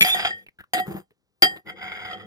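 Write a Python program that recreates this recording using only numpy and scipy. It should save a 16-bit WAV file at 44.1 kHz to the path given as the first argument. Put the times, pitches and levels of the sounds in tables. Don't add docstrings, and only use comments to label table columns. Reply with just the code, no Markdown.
import sys
import numpy as np
from scipy import signal
from scipy.fft import rfft, irfft, next_fast_len
from scipy.io import wavfile
from scipy.ndimage import uniform_filter1d, map_coordinates

SR = 44100
rng = np.random.default_rng(int(sys.argv[2]) if len(sys.argv) > 2 else 0)


def wav_record(signal):
    frames = np.transpose(np.atleast_2d(signal))
    bounded = np.clip(frames, -1, 1)
    quanta = np.round(bounded * 32767).astype(np.int16)
    wavfile.write(sys.argv[1], SR, quanta)


N = 100062
T = np.arange(N) / SR
RING_T = np.arange(SR // 2) / SR

# (frequency [Hz], level [dB])
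FLOOR_COLOUR = [(25, -8.5), (70, 0.5), (350, -9), (700, -15), (5000, -25), (16000, -34)]
# (frequency [Hz], left over right [dB])
LEFT_RIGHT_BALANCE = [(60, -0.5), (350, 4.5), (750, -1.5), (1400, 3.5), (3200, -2.5), (8000, -4),
                      (11000, 7), (15000, 6.5)]
# (frequency [Hz], likeness [0 to 1])
CHANNEL_LIKENESS = [(100, 0.14), (1000, 0.95), (4000, 0.94), (12000, 0.4)]

# (frequency [Hz], level [dB])
TABLE_MODES = [(102, -16), (160, -8.5), (192, -1), (325, -9), (352, -8), (410, -11.5)]
# (time [s], level [dB])
TABLE_BUMPS = [(.009, -24), (0.151, -40), (0.802, -33.5), (0.878, -24.5), (0.8841, -35), (0.9455, -27),
               (1.422, -30), (1.462, -40)]
# (time [s], level [dB])
RUMBLE_LEVEL = [(.03, -49), (.27, -44.5), (.43, -64), (.55, -90.5), (1.63, -85.5), (1.67, -48.5),
                (1.74, -50.5), (2.06, -51), (2.17, -46.5), (2.26, -46.5)]
# (frequency [Hz], level [dB])
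RUMBLE_COLOUR = [(30, -20.5), (70, -16.5), (100, 4.5), (135, -17.5), (195, 6), (265, -12), (340, -2.5),
                 (520, 0.5), (800, -50.5)]

# (time [s], level [dB])
FOOD_LEVEL = [(.81, -47.5), (.86, -49), (.885, -34.5), (.91, -40.5), (.95, -37.5), (1.02, -53),
              (1.05, -87.5), (1.07, -100), (1.45, -100), (1.465, -42), (1.5, -42.5), (1.6, -53.5),
              (1.635, -99), (1.66, -53), (1.69, -42), (1.75, -80.5)]
# (frequency [Hz], level [dB])
FOOD_COLOUR = [(40, -17), (193, -6.5), (252, -23.5), (329, -0.5), (572, -17), (1360, -18), (3030, -28.5),
               (8500, -54), (12300, -31), (16000, -45.5)]
# (time [s], level [dB], centre frequency [Hz], a third of the 60 dB fade time [s])
WET_SMACKS = [(0.464, -43.5, 2500, 0.009), (0.485, -36.5, 2154, 0.0068), (0.586, -47, 1635, 0.035),
              (0.603, -42.5, 1596, 0.014), (0.638, -47, 1314, 0.0072), (1.106, -59.5, 433.5, 0.018)]
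# (frequency [Hz], level [dB])
SMACK_SKIRT_COLOUR = [(220, 12.5), (500, -2), (3000, 2), (6000, -25.5), (12000, -12)]

# (frequency [Hz], level [dB], 60 dB fade before shortening [s], left over right [dB], left lead [rad])
PLATE_MODES = [(777.6, -3.5, 0.2, -8, -2.5), (1861, -6.5, .3, 3, 2.5), (3188, 1.5, 0.16, -2, 1.74),
               (4820.5, -5.5, .14, 4.5, 0.5), (6680, -11, .09, 5.5, 1.6), (6924, -17.5, .1, -3.5, 2.5),
               (7694, -18, 0.26, -4, -3.7), (8723, -15, .12, 0.5, 1.5), (10000, -20, 0.15, -1, 1.77),
               (11030, -14, 0.073, 13.5, 9.5), (11500, -23, .11, 11.5, -0.5),
               (13800, -24.5, 0.06, 11.5, -2.5), (13720, -11, 0.084, 9.5, 2)]
# (frequency [Hz], level [dB], 60 dB fade before shortening [s], left over right [dB], left lead [rad])
PRESSED_MODES = [(743.3, -2, 0.17, -2.5, -0.64), (1922, -6, 0.22, 8, -4), (3133, -6.5, 0.023, 5, 2.5),
                 (4833, -19.5, 0.09, 0, 2.7)]
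RING_STOP_TIMES = [.425, .85, 1.595, 2.4]
# (time [s], peak gain [dB])
GLAZE_CATCHES = [(0.191, 9), (0.248, 9.5), (.274, -0.5), (1.687, 8), (1.82, 4), (1.916, 6), (2.049, 7.5)]

# (start time [s], length [s], level [dB])
SKID_TIMES = [(.738, .062, -30), (1.425, .028, -25), (1.562, .012, -44)]
# (frequency [Hz], level [dB])
SKID_COLOUR = [(100, -19.5), (340, 12), (550, -16.5), (1350, 6), (2700, 3.5), (3900, 0.5), (5000, -17),
               (5700, -31.5), (12500, -11.5), (16000, -30)]

# (frequency [Hz], level [dB])
BLADE_MODES = [(2320, 6.5), (2486, 2.5), (2673, -12), (3340, -0.5), (5700, -21), (7600, -18), (7060, -15),
               (8900, -16), (9900, -15), (10900, -15.5), (11520, -18), (12460, -10.5), (12660, -11),
               (13540, -11), (14360, -20)]
# (time [s], level [dB])
BLADE_BOUNCES = [(.0092, -12), (0.015, -21.5), (0.0203, -11.5), (0.0273, -15)]
# (time [s], level [dB])
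KNIFE_LEVEL = [(.035, -39.5), (.07, -30), (.13, -40.5), (.16, -34), (.28, -31), (.32, -48), (.35, -61),
               (.44, -73)]
# (time [s], level [dB])
KNIFE_TREBLE_LEVEL = [(.02, -34), (.085, -24.5), (.16, -40), (.28, -61.5), (.33, -67), (.445, -66.5)]
# (frequency [Hz], level [dB])
KNIFE_COLOUR = [(200, -29), (550, -27), (780, 12), (1000, -4.5), (1400, 6), (2600, 5), (3400, 5.5),
                (4200, -13), (4900, -3), (5700, -49.5)]
# (frequency [Hz], level [dB])
KNIFE_HISS_COLOUR = [(3500, -33), (5400, -6.5), (12800, -2.5), (16000, -15.5)]
# (time [s], pitch before jitter [Hz], level [dB])
SQUEAL_PATH = [(0.044, 3660, -29), (0.067, 3500, -28), (0.092, 3510, -20.5), (0.109, 3526, -18),
               (.135, 3502, -17), (0.148, 3550, -21), (0.161, 3150, -49.5)]
# (pitch ratio [times], level [dB])
SQUEAL_TONES = [(1, 0), (.752, -16), (2, -28), (4.05, -28)]

# (time [s], level [dB])
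FORK_LEVEL = [(1.645, -98), (1.667, -47.5), (1.70, -42.5), (1.748, -63.5), (1.775, -44.5), (1.80, -48),
              (1.83, -39), (2.02, -41.5), (2.13, -41), (2.17, -51), (2.21, -48), (2.26, -55.5)]
# (time [s], level [dB])
FORK_BITE = [(2.06, -69.5), (2.135, -30), (2.16, -54.5), (2.26, -66)]
# (frequency [Hz], level [dB])
FORK_COLOUR = [(200, -9.5), (600, -39), (780, 7), (1000, -1), (2100, 4), (2700, -5), (3300, 2.5),
               (4200, -27), (4950, -8.5), (5400, -80.5), (12500, -28.5), (16000, -43.5)]
# (time [s], pitch [Hz])
FORK_PITCH_PATH = [(1.65, 2040), (1.83, 2100), (1.96, 2163), (2.05, 2086), (2.13, 1930), (2.25, 1890)]
# (pitch ratio [times], level [dB], half width [Hz], left over right [dB], left lead [rad])
TINE_MODES = [(0.687, -5.5, 128, -2, -1.14), (1.003, -3, 102.3, -0.5, -0.12)]

CLINK_TONE_HZ = [750, 1860, 3200, 4800, 7000, 12000]
# (time [s], clatter [dB], pressed ring [dB], free ring length [share],
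# then six free ring levels, one for each frequency above [dB])
PLATE_CLINKS = [(.048, -24.5, -16.5, 1, -21.5, -24, -27, -16, -29.5, -21.5),
                (.147, -36.5, -21, 1, -25, -18.5, -31, -37.5, -24, -25),
                (.307, -47, -41, 0.85, -38, -16.5, -49, -54, -53.5, -62),
                (.735, -22, -16, 0.93, -25.5, -15, -32, -22.5, -15.5, -14.5),
                (.798, -45, -40, 0.93, -28, -33, -39.5, -35.5, -38.5, -24.5),
                (1.4229, -12, -22, 1, -11.5, -6.5, -15.5, -2, -17.5, -5.5),
                (1.432, -26, -28.5, 0.37, -29, -31.5, -11.5, -20.5, -21.5, -22),
                (2.2606, -16.5, -41, 0.92, -16.5, -14.5, -4.5, -24.5, -1.5, -19.5)]
# (frequency [Hz], level [dB])
CLATTER_COLOUR = [(60, -15.5), (160, -17.5), (350, 4.5), (550, 0.5), (1000, -7.5), (2000, 14.5),
                  (3400, -1.5), (4300, -0.5), (5000, -10.5), (5900, -31.5), (6900, -23), (13000, -19),
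                  (16000, -25)]

FLOOR_DB, ROOM_DB, ROOM_T60 = -78.5, -18, .12
TOP_HZ, PORT_LAG_S = 16200, .00018
BLADE_T60, TABLE_T60 = .06, .12
CLATTER_T60, CLATTER_TAIL_DB, CLATTER_TAIL_T60 = .085, -19, .18
STOP_T60 = .1
FLUTTER, FLUTTER_HZ = .22, 260
SMACK_WIDTH, SMACK_SKIRT_DB, SMACK_RISE_S = 0.16, -19.5, .003
CATCH_S = .005
SKID_RATE, SKID_CLUMP_DB, SKID_RELEASE_S = 2200, 5, .005
CHATTER_CRACK_DB = -5.5
SQUEAL_JITTER_HZ, SQUEAL_ROUGH_DB = 32, 2.6


def amp(db):
    return 10 ** (np.asarray(db) / 20)


def unit(x):
    return x / np.sqrt(np.mean(x ** 2) + 1e-20)


def along(points, hz):
    f, v = np.transpose(points)
    return np.interp(np.log(hz + 1), np.log(f + 1), v)


def stroke(rows):
    s, db = np.transpose(rows)
    level = np.interp(T, s, db, left=-150, right=-150)
    return uniform_filter1d(amp(level), size=128)


def wobble(rate):
    return map_coordinates(rng.standard_normal(4096), [T * rate], mode='wrap')


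def filtered(x, response):
    n = x.shape[-1]
    m = next_fast_len(n + 8192)
    spectrum = rfft(x, m) * response(np.fft.rfftfreq(m, 1 / SR))
    return irfft(spectrum, m)[..., :n]


def ports(balance_db, lead):
    left = amp(balance_db / 2) * np.exp(.5j * lead)
    right = amp(-balance_db / 2) * np.exp(-.5j * lead)
    g = np.array([left, right])
    return g / np.sqrt(np.mean(abs(g) ** 2, axis=0))


def heard(hz):
    return ports(along(LEFT_RIGHT_BALANCE, hz), -2 * np.pi * hz * PORT_LAG_S)


def spread(pair, spectrum):
    def mix(f):
        turn = np.arccos(np.clip(along(CHANNEL_LIKENESS, f), 0, 1)) / 2
        return amp(along(spectrum, f)) * [np.cos(turn), np.sin(turn)]
    shared, apart = filtered(pair, mix)
    return unit(filtered(np.array([shared + apart, shared - apart]), heard))


def burst(spectrum):
    return spread(rng.standard_normal((2, len(RING_T))), spectrum)


def fade(t60):
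    return 1000. ** (-RING_T / t60)


def ring(modes, length=1, tone=None):
    out = 0
    for hz, db, t60, *place in modes:
        colour_db = along(tone, hz) if tone else 0
        gain = amp(db + colour_db) * (ports(*place) if place else heard(hz))
        knots = RING_T * FLUTTER_HZ * min(hz / 4000, 1.5)
        a, b = (map_coordinates(rng.standard_normal(256), [knots]) for _ in range(2))
        swing = (1 + FLUTTER * (a + 1j * b)) * np.exp(2j * np.pi * hz * RING_T)
        out = out + fade(t60 * length) * np.imag(gain[:, None] * swing)
    return out


def add(out, s, sound):
    i = max(0, round(s * SR))
    out[:, i:i + sound.shape[1]] += sound[:, :max(0, N - i)]


def slips(rate, clump_db, clump_rate):
    jerks = (rng.random((2, N)) < rate / SR) * rng.standard_normal((2, N))
    return unit(jerks * amp(clump_db * np.tanh(wobble(clump_rate))))


def pressure(rows):
    catch_db = 0
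    for s, db in GLAZE_CATCHES:
        age = np.maximum(T - s, 0) / CATCH_S
        catch_db = catch_db + db * age * np.exp(1 - age)
    return stroke(rows) * amp(catch_db)


def rubbed(modes, force, length=.7, tone=None):
    answer = ring(modes, length, tone)
    return signal.fftconvolve(force[:1], answer / np.linalg.norm(answer[0]), axes=1)[:, :N]


def floor():
    return amp(FLOOR_DB) * spread(rng.standard_normal((2, N)), FLOOR_COLOUR)


def room(dry):
    tail = rng.standard_normal((2, len(RING_T))) * fade(ROOM_T60) * (RING_T > .003)
    return amp(ROOM_DB) * signal.fftconvolve(dry, tail / np.linalg.norm(tail[0]), axes=1)[:, :N]


def table():
    out = stroke(RUMBLE_LEVEL) * spread(rng.standard_normal((2, N)), RUMBLE_COLOUR)
    modes = [(hz, level, TABLE_T60) for hz, level in TABLE_MODES]
    soft_start = 1 - np.exp(-RING_T / 0.0039)
    for s, db in TABLE_BUMPS:
        add(out, s, amp(db + 2) * ring(modes) * soft_start)
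    return out


def food():
    jerks, press = slips(rate=1700, clump_db=5.0, clump_rate=60), stroke(FOOD_LEVEL)
    out = press * spread(jerks, FOOD_COLOUR)
    out += amp(-10) * rubbed(PLATE_MODES, jerks * press, tone=[(750, 0), (3200, -25), (12000, 0)])
    grid = np.geomspace(40, 16000, 100)
    for s, db, hz, length in WET_SMACKS:
        peak = np.exp(-(np.log(grid / hz) / SMACK_WIDTH) ** 2)
        colour = peak + amp(SMACK_SKIRT_DB + along(SMACK_SKIRT_COLOUR, grid))
        roughness = amp(3.5 * wobble(500)[:len(RING_T)])
        shape = (1 - np.exp(-RING_T / SMACK_RISE_S)) * fade(3 * length) * roughness
        add(out, s, amp(db + 9.0) * shape * burst(list(zip(grid, 20 * np.log10(colour)))))
    return out


def skids():
    press = 0
    for s, length, db in SKID_TIMES:
        release = np.exp(-np.maximum(T - s - length, 0) / SKID_RELEASE_S)
        press = press + amp(db) * (T > s) * release
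    jerks = slips(rate=SKID_RATE, clump_db=SKID_CLUMP_DB, clump_rate=580)
    shaken = rubbed(PRESSED_MODES, jerks * press, tone=[(750, 2), (3200, -2.5)])
    return press * spread(jerks, SKID_COLOUR) + amp(1) * shaken


def squeal():
    out = np.zeros((2, N))
    s, hz, db = np.transpose(SQUEAL_PATH)
    pitch = np.interp(T, s, hz) + SQUEAL_JITTER_HZ * wobble(170)
    phase = 2 * np.pi * np.cumsum(pitch) / SR
    level = stroke(list(zip(s, db)))
    for ratio, part_db in SQUEAL_TONES:
        rough = amp(part_db + SQUEAL_ROUGH_DB * wobble(100))
        part = level * rough * np.exp(1j * ratio * phase)
        out += np.imag(heard(ratio * hz.mean())[:, None] * part)
    return out


def knife():
    out = np.zeros((2, N))
    blade = [(hz, db, BLADE_T60) for hz, db in BLADE_MODES]
    for s, db in BLADE_BOUNCES:
        crack = amp(CHATTER_CRACK_DB) * burst(CLATTER_COLOUR) * fade(0.038)
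        add(out, s, amp(db) * (ring(blade) + crack))
    jerks, press = slips(rate=9000, clump_db=2, clump_rate=240), pressure(KNIFE_LEVEL)
    out += amp(3.0) * press * spread(jerks, KNIFE_COLOUR)
    out += amp(-8) * rubbed(PRESSED_MODES, jerks * press)
    plate_tone = [(1860, -0.5), (3200, 3), (4800, 6), (7000, -1.5), (12000, -8.5)]
    out += amp(-3.5) * rubbed(PLATE_MODES, jerks * press, tone=plate_tone)
    hiss, treble = slips(rate=9600, clump_db=4.5, clump_rate=200), stroke(KNIFE_TREBLE_LEVEL)
    out += treble * amp(-11) * spread(hiss, KNIFE_HISS_COLOUR)
    out += amp(2) * rubbed(blade, hiss * treble, tone=[(2300, -9), (3400, -4.5), (7000, -1)])
    return out + squeal()


def fork():
    jerks = slips(rate=6000, clump_db=3.5, clump_rate=240)
    press, bite = pressure(FORK_LEVEL), stroke(FORK_BITE)
    out = amp(1.5) * press * spread(jerks, FORK_COLOUR)
    out += rubbed(PRESSED_MODES, jerks * (amp(-2.5) * press + amp(-3.5) * bite))
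    out += amp(-4.5) * rubbed(PLATE_MODES, jerks * bite, tone=[(3200, 13), (4800, -22.5)])
    press_tone = [(750, 2), (3200, -5), (7000, -0.5), (12000, -5.5)]
    out += amp(-13.5) * rubbed(PLATE_MODES, jerks * press, tone=press_tone)
    phase = 2 * np.pi * np.cumsum(np.interp(T, *np.transpose(FORK_PITCH_PATH))) / SR
    for ratio, db, width, balance_db, lead in TINE_MODES:
        turn = np.exp(1j * ratio * phase)
        smoother = RING_T ** 2 * np.exp(-2 * np.pi * 2 * width * RING_T)
        swing = signal.fftconvolve(jerks[0] / turn, smoother)[:N] * turn
        out += amp(db) * press * unit(np.real(ports(balance_db, lead)[:, None] * swing))
    return out


def clinks():
    out = np.zeros((2, N))
    clatter_fade = fade(CLATTER_T60) + amp(CLATTER_TAIL_DB) * fade(CLATTER_TAIL_T60)
    for s, clatter_db, pressed_db, length, *tone_db in PLATE_CLINKS:
        clatter = burst(CLATTER_COLOUR) * clatter_fade
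        stop = min(t for t in RING_STOP_TIMES if t > s) - s
        stopping = amp(-60 * np.maximum(RING_T - stop, 0) / STOP_T60)
        free = ring(PLATE_MODES, length, list(zip(CLINK_TONE_HZ, tone_db))) * stopping
        add(out, s, amp(clatter_db) * clatter + amp(pressed_db) * ring(PRESSED_MODES) + free)
    return out


def scene():
    dry = clinks() + skids() + knife() + fork() + food() + table()
    return dry + room(dry) + floor()


def record(dry):
    x = signal.lfilter(*signal.butter(1, 45, 'high', fs=SR), dry)
    rounded = x / (1 + x ** 8) ** (1 / 8)
    return filtered(rounded, lambda f: f < TOP_HZ)


dry = scene()
out = record(dry)
wav_record(out)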